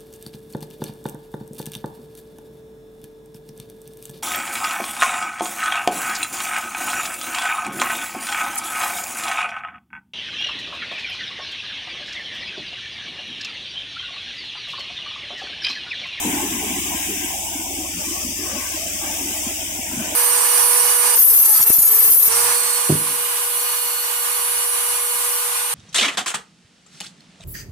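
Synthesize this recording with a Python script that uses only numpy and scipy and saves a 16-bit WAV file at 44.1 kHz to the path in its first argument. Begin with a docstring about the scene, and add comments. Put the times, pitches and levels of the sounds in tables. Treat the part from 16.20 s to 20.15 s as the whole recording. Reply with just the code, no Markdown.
"""A dense hiss of straw and grain, its colour always shifting, over booms and knocks: a paddy thresher
runs steadily a few metres away in a village yard. Straw, grain and blower air are shaped noise with
moving levels; wads of straw boom as narrow-band noise and blows knock as short damped tones in the
sheet-metal drum housing; engine and drum shaft hum as harmonics of their turning rates."""
import sys
import numpy as np
from scipy import signal
from scipy.fft import rfft, irfft
from scipy.io import wavfile
from scipy.ndimage import uniform_filter1d

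SR = 44100
rng = np.random.default_rng(int(sys.argv[2]) if len(sys.argv) > 2 else 0)


def waveform_to_disk(signal):
    """Save audio, clipped to [-1, 1], as 16-bit WAV at the path in sys.argv[1]."""
    frames = np.transpose(np.atleast_2d(signal))
    scaled = np.clip(frames, -1, 1) * 32767
    samples = np.round(scaled).astype(np.int16)
    wavfile.write(sys.argv[1], SR, samples)


N = 174195
T = np.arange(N) / SR
HOP = 256  # samples


def amp(db):
    """Decibels to gain."""
    return 10 ** (np.asarray(db) / 20)


def unit(x):
    """Scales to rms 1."""
    return x / np.sqrt(np.mean(x ** 2) + 1e-20)


def curve(points, t, column=1):
    """One column of a time table, interpolated at t."""
    p = np.transpose(points)
    return np.interp(t, p[0], p[column])


def read_spectrum(points, hz, column=1):
    """One column of a spectrum table, interpolated on a log-frequency axis."""
    p = np.transpose(points)
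    return np.interp(np.log(hz + 1), np.log(p[0] + 1), p[column])


def add(mix, start_s, sound):
    """Mixes a sound in at a time."""
    part = mix[max(round(start_s * SR), 0):][:len(sound)]
    part += sound[:len(part)]


def drift(rate_hz):
    """Low-passed Gaussian noise of rms 1; its spectrum falls to 1/e at rate_hz."""
    f = np.fft.rfftfreq(N, 1 / SR)
    return unit(irfft(rfft(rng.standard_normal(N)) * np.exp(-(f / rate_hz) ** 2), N))


def recolour(x, gain, size=1024):
    """A moving filter, given as a gain of frequency and time."""
    hz, t, z = signal.stft(x, SR, nperseg=size, noverlap=size - HOP)
    return signal.istft(z * gain(hz[:, None], t), SR, nperseg=size, noverlap=size - HOP)[1][:, :N]


# likeness of the two channels: (frequency [Hz], share [0-1])
CHANNEL_LIKENESS = [(100, 0.97), (330, 0.9), (520, 1), (820, 0.72), (1050, 0.48), (1300, 0), (2300, 0.17),
                    (3000, 0.04), (15000, 0.01)]


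def turbulence(spectrum, level, patch_db, patch_s, patch_hz, size=1024, shift=((0, 1), (1, 1))):
    """Two-channel turbulent noise: a spectrum, a level curve and random passing patches of colour."""
    frames, hz = N // HOP + 10, np.fft.rfftfreq(size, 1 / SR)
    white = rng.standard_normal((2, frames * HOP))
    a, b = signal.stft(white, nperseg=size, noverlap=size - HOP)[2].transpose(0, 2, 1)

    # patches: random field smoothed over time and frequency
    time_blur = (np.fft.fftfreq(len(a), HOP / SR)[:, None] * patch_s) ** 2
    freq_blur = (np.fft.fftfreq(len(hz), SR / size) * patch_hz) ** 2
    field = np.fft.fft2(rng.standard_normal(a.shape))
    patches = unit(np.fft.ifft2(field * np.exp(-time_blur - freq_blur)).real)

    same = np.clip(read_spectrum(CHANNEL_LIKENESS, hz), 0, 1)
    right_noise = same * a + np.sqrt(1 - same ** 2) * b
    hz = hz / curve(shift, np.arange(len(a)) * HOP / SR)[:, None]  # ratio > 1 moves the spectrum up
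    left = a * amp(read_spectrum(spectrum, hz))
    right = right_noise * amp(read_spectrum(spectrum, hz, column=2))
    z = np.array([left, right]) * unit(amp(patch_db * patches))
    noise = signal.istft(z.transpose(0, 2, 1), nperseg=size, noverlap=size - HOP)[1][:, :N]
    return noise * np.sqrt(SR / 2) * amp(curve(level, T))


# hum lines: (multiple of turning rate [-], level [dB], slow waver [dB rms])
ENGINE_LINES = [(1, -55.5, .6), (2, -49, 0.23), (3, -60.5, 1.6)]
SHAFT_LINES = [(1, -59, 1.5), (2, -47.5, 1.8), (3, -59, 3)]
ENGINE_HZ, SHAFT_HZ = 44.23, 33.96
ENGINE_SLIP, SHAFT_SLIP = 0.0027, 0.0047  # rms fraction of speed


def hum(hz, lines, slip):
    """Harmonics of a turning part whose speed slips a little."""
    turns = np.cumsum(hz * (1 + slip * drift(0.72))) / SR
    total = np.zeros(N)
    for multiple, db, waver_db in lines:
        level = np.sqrt(2) * amp(db + waver_db * drift(4.9))
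        total += level * np.sin(2 * np.pi * (round(multiple) * turns + rng.random()))
    return total


WHIR_RATE_HZ = 51


def whir(length_s, db, first_hz, last_hz):
    """A narrow band of wind noise that swells, glides and fades."""
    n = round(length_s * SR)
    turn = 2 * np.pi * np.cumsum(np.linspace(first_hz, last_hz, n)) / SR
    noise = drift(WHIR_RATE_HZ)[:n] * np.cos(turn) + drift(WHIR_RATE_HZ)[:n] * np.sin(turn)
    return amp(db) * unit(noise * np.sin(np.linspace(0, np.pi, n)))


# spectra before level: (frequency [Hz], left [dB per Hz], right [dB per Hz])
ROAR_SPECTRUM = [(353, -83, -93), (504, -87.5, -74), (665, -70, -61), (724, -68, -64.5), (884, -66, -70),
                 (1004, -66, -73), (1000, -77, -83.5), (1235, -100, -74), (2520, -120, -120)]
UPPER_ROAR_SPECTRUM = [(854, -94, -101), (995, -65.5, -78), (1134, -70.5, -69.5), (1450, -68.5, -70.5),
                       (1583, -66.5, -71), (1810, -71.5, -78), (2420, -77.5, -79), (3000, -125, -125)]
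# gains: (time [s], level [dB])
ROAR_LEVEL_DB = [(0, 5.5), (.2, 7.5), (.33, 0.5), (.48, 7), (.64, -2), (.73, 7), (.86, -2.5), (1.05, -0.5),
                 (1.14, 3), (1.68, 0.5), (1.76, -9.5), (1.82, 8), (1.89, -7.5), (1.96, 3), (2.18, -5),
                 (2.301, 1.5), (2.76, -3), (2.83, 4), (3.25, 2), (3.5, -0.5), (3.78, 0.5), (3.9, 6)]
UPPER_ROAR_LEVEL_DB = [(0, 1), (.2, 1.5), (.55, -1.5), (.75, -3.5), (.95, 0), (1.25, 0), (1.7, -3.5),
                       (1.85, 1.5), (2.15, -1.5), (2.25, 4), (2.45, 5), (2.75, -4), (2.85, 0), (3.05, -4),
                       (3.2, 0.5), (3.35, -2.5), (3.65, -2.5), (3.8, 5), (3.95, 2.5)]
# slide of the roar spectrum: (time [s], frequency ratio [-])
ROAR_SHIFT_RATIO = [(0, 1.106), (.5, 1.12), (1.4, 1.02), (1.8, 0.97), (2.7, 0.91), (3.1, 0.99),
                    (3.95, 0.92)]
# gliding whirs, before pan: (start [s], length [s], level [dB rms], first pitch [Hz], last pitch [Hz])
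WHIR_EVENTS = [(.15, 0.083, -33, 839, 870), (1.07, 0.2, -40.5, 750, 795), (1.197, 0.14, -42.5, 860, 954),
               (1.41, 0.097, -46, 1008, 954), (1.52, 0.22, -44, 760, 736), (2.259, 0.15, -41, 529, 590),
               (2.32, 0.16, -43, 1178, 988), (2.54, 0.16, -39.5, 629, 682), (2.8, 0.0715, -39, 871, 750),
               (3.359, 0.057, -46, 730, 723), (3.569, 0.061, -43, 765, 723),
               (3.631, 0.14, -45.5, 860, 1040)]


def blower():
    """Gusty mid-range roar of the fan, with narrow passing whirs."""
    whirs = np.zeros(N)
    for start_s, *event in WHIR_EVENTS:
        add(whirs, start_s, whir(*event))
    roar = turbulence(ROAR_SPECTRUM, ROAR_LEVEL_DB, patch_db=2.5, patch_s=0.051, patch_hz=160,
                      size=2048, shift=ROAR_SHIFT_RATIO)
    upper_roar = turbulence(UPPER_ROAR_SPECTRUM, UPPER_ROAR_LEVEL_DB, patch_db=3.5, patch_s=0.093,
                            patch_hz=168, size=2048)
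    return roar + upper_roar + whirs * amp([[-1], [-2]])


WAD_RISE_S, WAD_FALL_S, WAD_HALF_WIDTH_HZ = 0.0044, 0.027, 71.4


def wad(length_s, db, hz):
    """Beaters drag a wad of straw round: the housing booms at an even strength and an unsteady pitch."""
    t = np.arange(0, length_s + WAD_FALL_S, 1 / SR)
    f = np.fft.rfftfreq(N, 1 / SR)
    band = 1 / (1 + ((f - hz) / WAD_HALF_WIDTH_HZ) ** 4)
    boom = signal.hilbert(unit(irfft(rfft(rng.standard_normal(N)) * band, N)))[:len(t)]
    even_boom = boom.real / np.hypot(abs(boom), 1)  # compresses the noise envelope
    envelope = np.clip(np.minimum(t / WAD_RISE_S, (t[-1] - t) / WAD_FALL_S), 0, 1)
    return amp(db) * unit(even_boom) * envelope


KNOCK_RISE_S = 0.0049


def knock(db, hz):
    """One dull blow: the damped housing swings for a few cycles."""
    t = np.arange(0, .06, 1 / SR)
    u = t / KNOCK_RISE_S
    envelope = u ** 2 * np.exp(2 * (1 - u))  # peaks at 1
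    return amp(db) * envelope * np.sin(2 * np.pi * (hz * t + rng.random()))


# wads of straw, before envelope and pan: (start [s], length before fall [s], level [dB rms], pitch [Hz])
WAD_EVENTS = [(0.046, 0.051, -25, 246), (0.039, 0.052, -36, 454), (0.128, 0.043, -24.5, 278),
              (0.18, 0.053, -35, 330), (0.225, 0.033, -26, 316), (0.31, 0.054, -29, 258),
              (0.404, 0.061, -34.5, 370), (0.454, 0.14, -34.5, 256), (0.681, 0.034, -31.5, 294),
              (.865, 0.066, -37, 225), (0.886, 0.042, -33.5, 390), (1.019, 0.041, -35, 300),
              (1.498, 0.13, -40.5, 338), (1.739, 0.054, -35.5, 228), (1.863, 0.029, -34.5, 259),
              (2.068, 0.038, -34.5, 270), (2.191, 0.069, -36.5, 335), (2.324, 0.054, -32.5, 270),
              (3.005, 0.11, -34.5, 300), (3.305, 0.024, -36, 330), (3.728, 0.016, -30.5, 245),
              (3.767, 0.044, -28.5, 209)]
# single knocks, before pan: (start [s], envelope peak [dB], pitch [Hz])
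KNOCK_EVENTS = [(0.076, -24, 242), (0.497, -22.5, 270), (0.743, -24, 231), (1.043, -25, 272),
                (1.354, -24.5, 295), (1.392, -25, 281), (1.584, -25, 290), (1.603, -30, 290),
                (1.908, -25.5, 304), (2.046, -23.5, 255), (2.063, -22.5, 260), (2.189, -24.5, 289),
                (2.368, -23, 279), (2.871, -29, 290), (3.057, -23, 284), (3.266, -20.5, 240),
                (3.589, -24.5, 243)]
# drum rumble before level: (frequency [Hz], left [dB per Hz], right [dB per Hz])
RUMBLE_SPECTRUM = [(22, -95, -90), (34, -91, -84), (74.4, -74, -73), (119, -87, -91), (171.5, -74, -77),
                   (204, -64, -63), (232, -71, -75), (307, -60, -60.5), (412, -72, -77), (458, -83.5, -87),
                   (710, -104, -100), (1500, -125, -125)]
# rumble gain: (time [s], level [dB])
RUMBLE_LEVEL_DB = [(0, 7.5), (.3, 6.5), (.7, 7.5), (1.2, 0), (1.45, 3.5), (1.7, 0.5), (2.25, 4), (2.5, -1),
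                   (2.85, 3.5), (3.2, 0), (3.5, 1.5), (3.95, 6.5)]


def drum():
    """Low rumble of the drum, with wads and knocks in its housing slightly to the left."""
    blows = np.zeros(N)
    for start_s, *event in WAD_EVENTS:
        add(blows, start_s, wad(*event))
    for start_s, *event in KNOCK_EVENTS:
        add(blows, start_s, knock(*event))
    rumble = turbulence(RUMBLE_SPECTRUM, RUMBLE_LEVEL_DB, patch_db=4.0, patch_s=0.023, patch_hz=151,
                        size=2048)
    return blows * amp([[.3], [-1.5]]) + rumble


# lower edge of the straw rush, which thins as it rises: (time [s], edge [Hz])
RUSH_EDGE_HZ = [(0, 1100), (.85, 1150), (1.1, 1400), (1.19, 2080), (1.5, 1990), (1.85, 1460), (2.3, 1760),
                (2.5, 1510), (3.45, 1600), (3.8, 1240)]


def rush_edge(hz, t):
    """Sixth-order high-pass with a moving corner."""
    return 1 / np.sqrt(1 + (curve(RUSH_EDGE_HZ, t) / (hz + 1)) ** 12)


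# straw rush, grain hiss, grain outlet, before level: (frequency [Hz], left [dB per Hz], right [dB per Hz])
RUSH_SPECTRUM = [(930, -125, -85), (1380, -73.5, -95), (1857, -67.5, -68), (2250, -62.5, -71),
                 (3000, -63.5, -72.5), (3640, -68, -93.5), (3880, -72, -67.5), (4150, -97, -79.5),
                 (5000, -110, -110)]
HISS_SPECTRUM = [(3800, -110, -110), (4000, -67, -73), (4130, -67.5, -80), (5040, -69, -71),
                 (6200, -62.5, -68), (7140, -64.5, -63), (8010, -69.5, -59.5), (9390, -67.5, -67),
                 (9570, -69, -68.5), (12300, -67, -73.5), (14100, -67.5, -70), (15800, -66, -81)]
OUTLET_SPECTRUM = [(4100, -120, -120), (4310, -74.5, -77), (5150, -62, -80), (6100, -60, -76),
                   (7140, -82, -90), (9000, -110, -110)]
# their gains: (time [s], level [dB])
RUSH_LEVEL_DB = [(0, 3.5), (.5, 3), (.9, 2.5), (1.25, 0), (1.65, -1), (1.9, 0), (2.1, -1.5), (2.35, -0.5),
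                 (2.7, 0), (3.1, 1), (3.5, 0), (3.75, -1), (3.95, 2.5)]
HISS_LEVEL_DB = [(0, 2.1), (.45, 0.71), (.85, 1.7), (1.25, 0.16), (1.72, -1.6), (1.87, 0.88), (2.15, -0.66),
                 (2.75, 0.27), (3.15, 1.6), (3.5, -0.67), (3.95, -0.032)]
OUTLET_LEVEL_DB = [(0, -16), (1.7, -5), (1.95, -0.5), (2.55, -1), (3.95, -8)]


def crop():
    """Straw rushes through, grain hisses over the sieves and pours from the outlet: shaped noise."""
    rush = turbulence(RUSH_SPECTRUM, RUSH_LEVEL_DB, patch_db=2.5, patch_s=0.042, patch_hz=108)
    hiss = turbulence(HISS_SPECTRUM, HISS_LEVEL_DB, patch_db=2.5, patch_s=0.037, patch_hz=108)
    outlet = turbulence(OUTLET_SPECTRUM, OUTLET_LEVEL_DB, patch_db=2.5, patch_s=0.061, patch_hz=110)
    return recolour(rush, rush_edge) + hiss + outlet


# midrange hollow, a bump where negative: (time [s], centre [Hz], depth [dB])
MID_HOLLOW_PATH = [(0, 1420, 5.5), (.95, 1350, 1), (1.1, 1270, 9), (1.48, 1250, 13), (1.7, 1590, 4),
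                   (1.85, 1510, 1), (2.1, 1430, 17), (2.25, 1420, 2), (2.52, 1350, 25), (2.62, 990, 4),
                   (2.78, 960, 5.5), (2.82, 1220, -5), (3.6, 1230, 8)]
# treble hollow: (time [s], depth [dB])
TREBLE_DEPTH_DB = [(0, 17), (.3, 20), (.5, 12), (.7, 26), (1.1, 26), (1.58, 9), (1.73, 24), (1.92, 8),
                   (2.1, 16), (2.62, 2), (2.8, 18), (3.2, 19), (3.5, 36), (3.8, 14)]
MID_WIDTH_HZ = 113
TREBLE_HZ, TREBLE_WIDTH_HZ, TREBLE_WANDER_HZ = 4221, 215, 57  # wander is rms


def hollows(hz, t):
    """Two hollows in the noise wander, deepen and fill again."""
    mid_hz = curve(MID_HOLLOW_PATH, t)
    mid_db = curve(MID_HOLLOW_PATH, t, column=2) * np.exp(-((hz - mid_hz) / MID_WIDTH_HZ) ** 2)
    treble_hz = TREBLE_HZ + TREBLE_WANDER_HZ * np.interp(t, T, drift(9.7))
    treble_db = curve(TREBLE_DEPTH_DB, t) * np.exp(-((hz - treble_hz) / TREBLE_WIDTH_HZ) ** 4)
    return amp(-mid_db - treble_db)


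def scene():
    """The whole machine."""
    hums = hum(ENGINE_HZ, ENGINE_LINES, ENGINE_SLIP) + hum(SHAFT_HZ, SHAFT_LINES, SHAFT_SLIP)
    return hums + drum() + recolour(blower() + crop(), hollows)


# suppressor threshold: (frequency [Hz], level [dB per Hz])
GATE_THRESHOLD = [(200, -100), (500, -80), (1300, -72.5), (2000, -71), (3500, -84), (4300, -72.5),
                  (6000, -78.5), (12000, -79)]
GATE_DEPTH_DB, GATE_KNEE_DB = 20, 4


def suppress(x, size=1024, order=7):
    """Noise suppressor: turns down every narrow band that stays weak, which hollows the valleys."""
    overlap = size - size // 4
    hz, _, z = signal.stft(x, SR, nperseg=size, noverlap=overlap, scaling="psd")
    power = uniform_filter1d(2 * abs(z) ** 2, size=order, axis=2)  # over time
    power = uniform_filter1d(power, size=3, axis=1)  # over frequency
    over_db = 10 * np.log10(abs(power) + 1e-20) - read_spectrum(GATE_THRESHOLD, hz)[:, None]
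    shut = .5 - .5 * np.tanh(over_db / (2 * GATE_KNEE_DB))
    gated = z * amp(-GATE_DEPTH_DB * shut)
    return signal.istft(gated, SR, nperseg=size, noverlap=overlap, scaling="psd")[1][:, :N]


EDGE_HZ = 15850


def record(dry):
    """Noise suppressor, then a steep low-pass."""
    lowpass = signal.firwin(1023, EDGE_HZ, window=("kaiser", 9), fs=SR)
    return signal.oaconvolve(suppress(dry), lowpass[None], "same")


dry = scene()
out = record(dry)
waveform_to_disk(out)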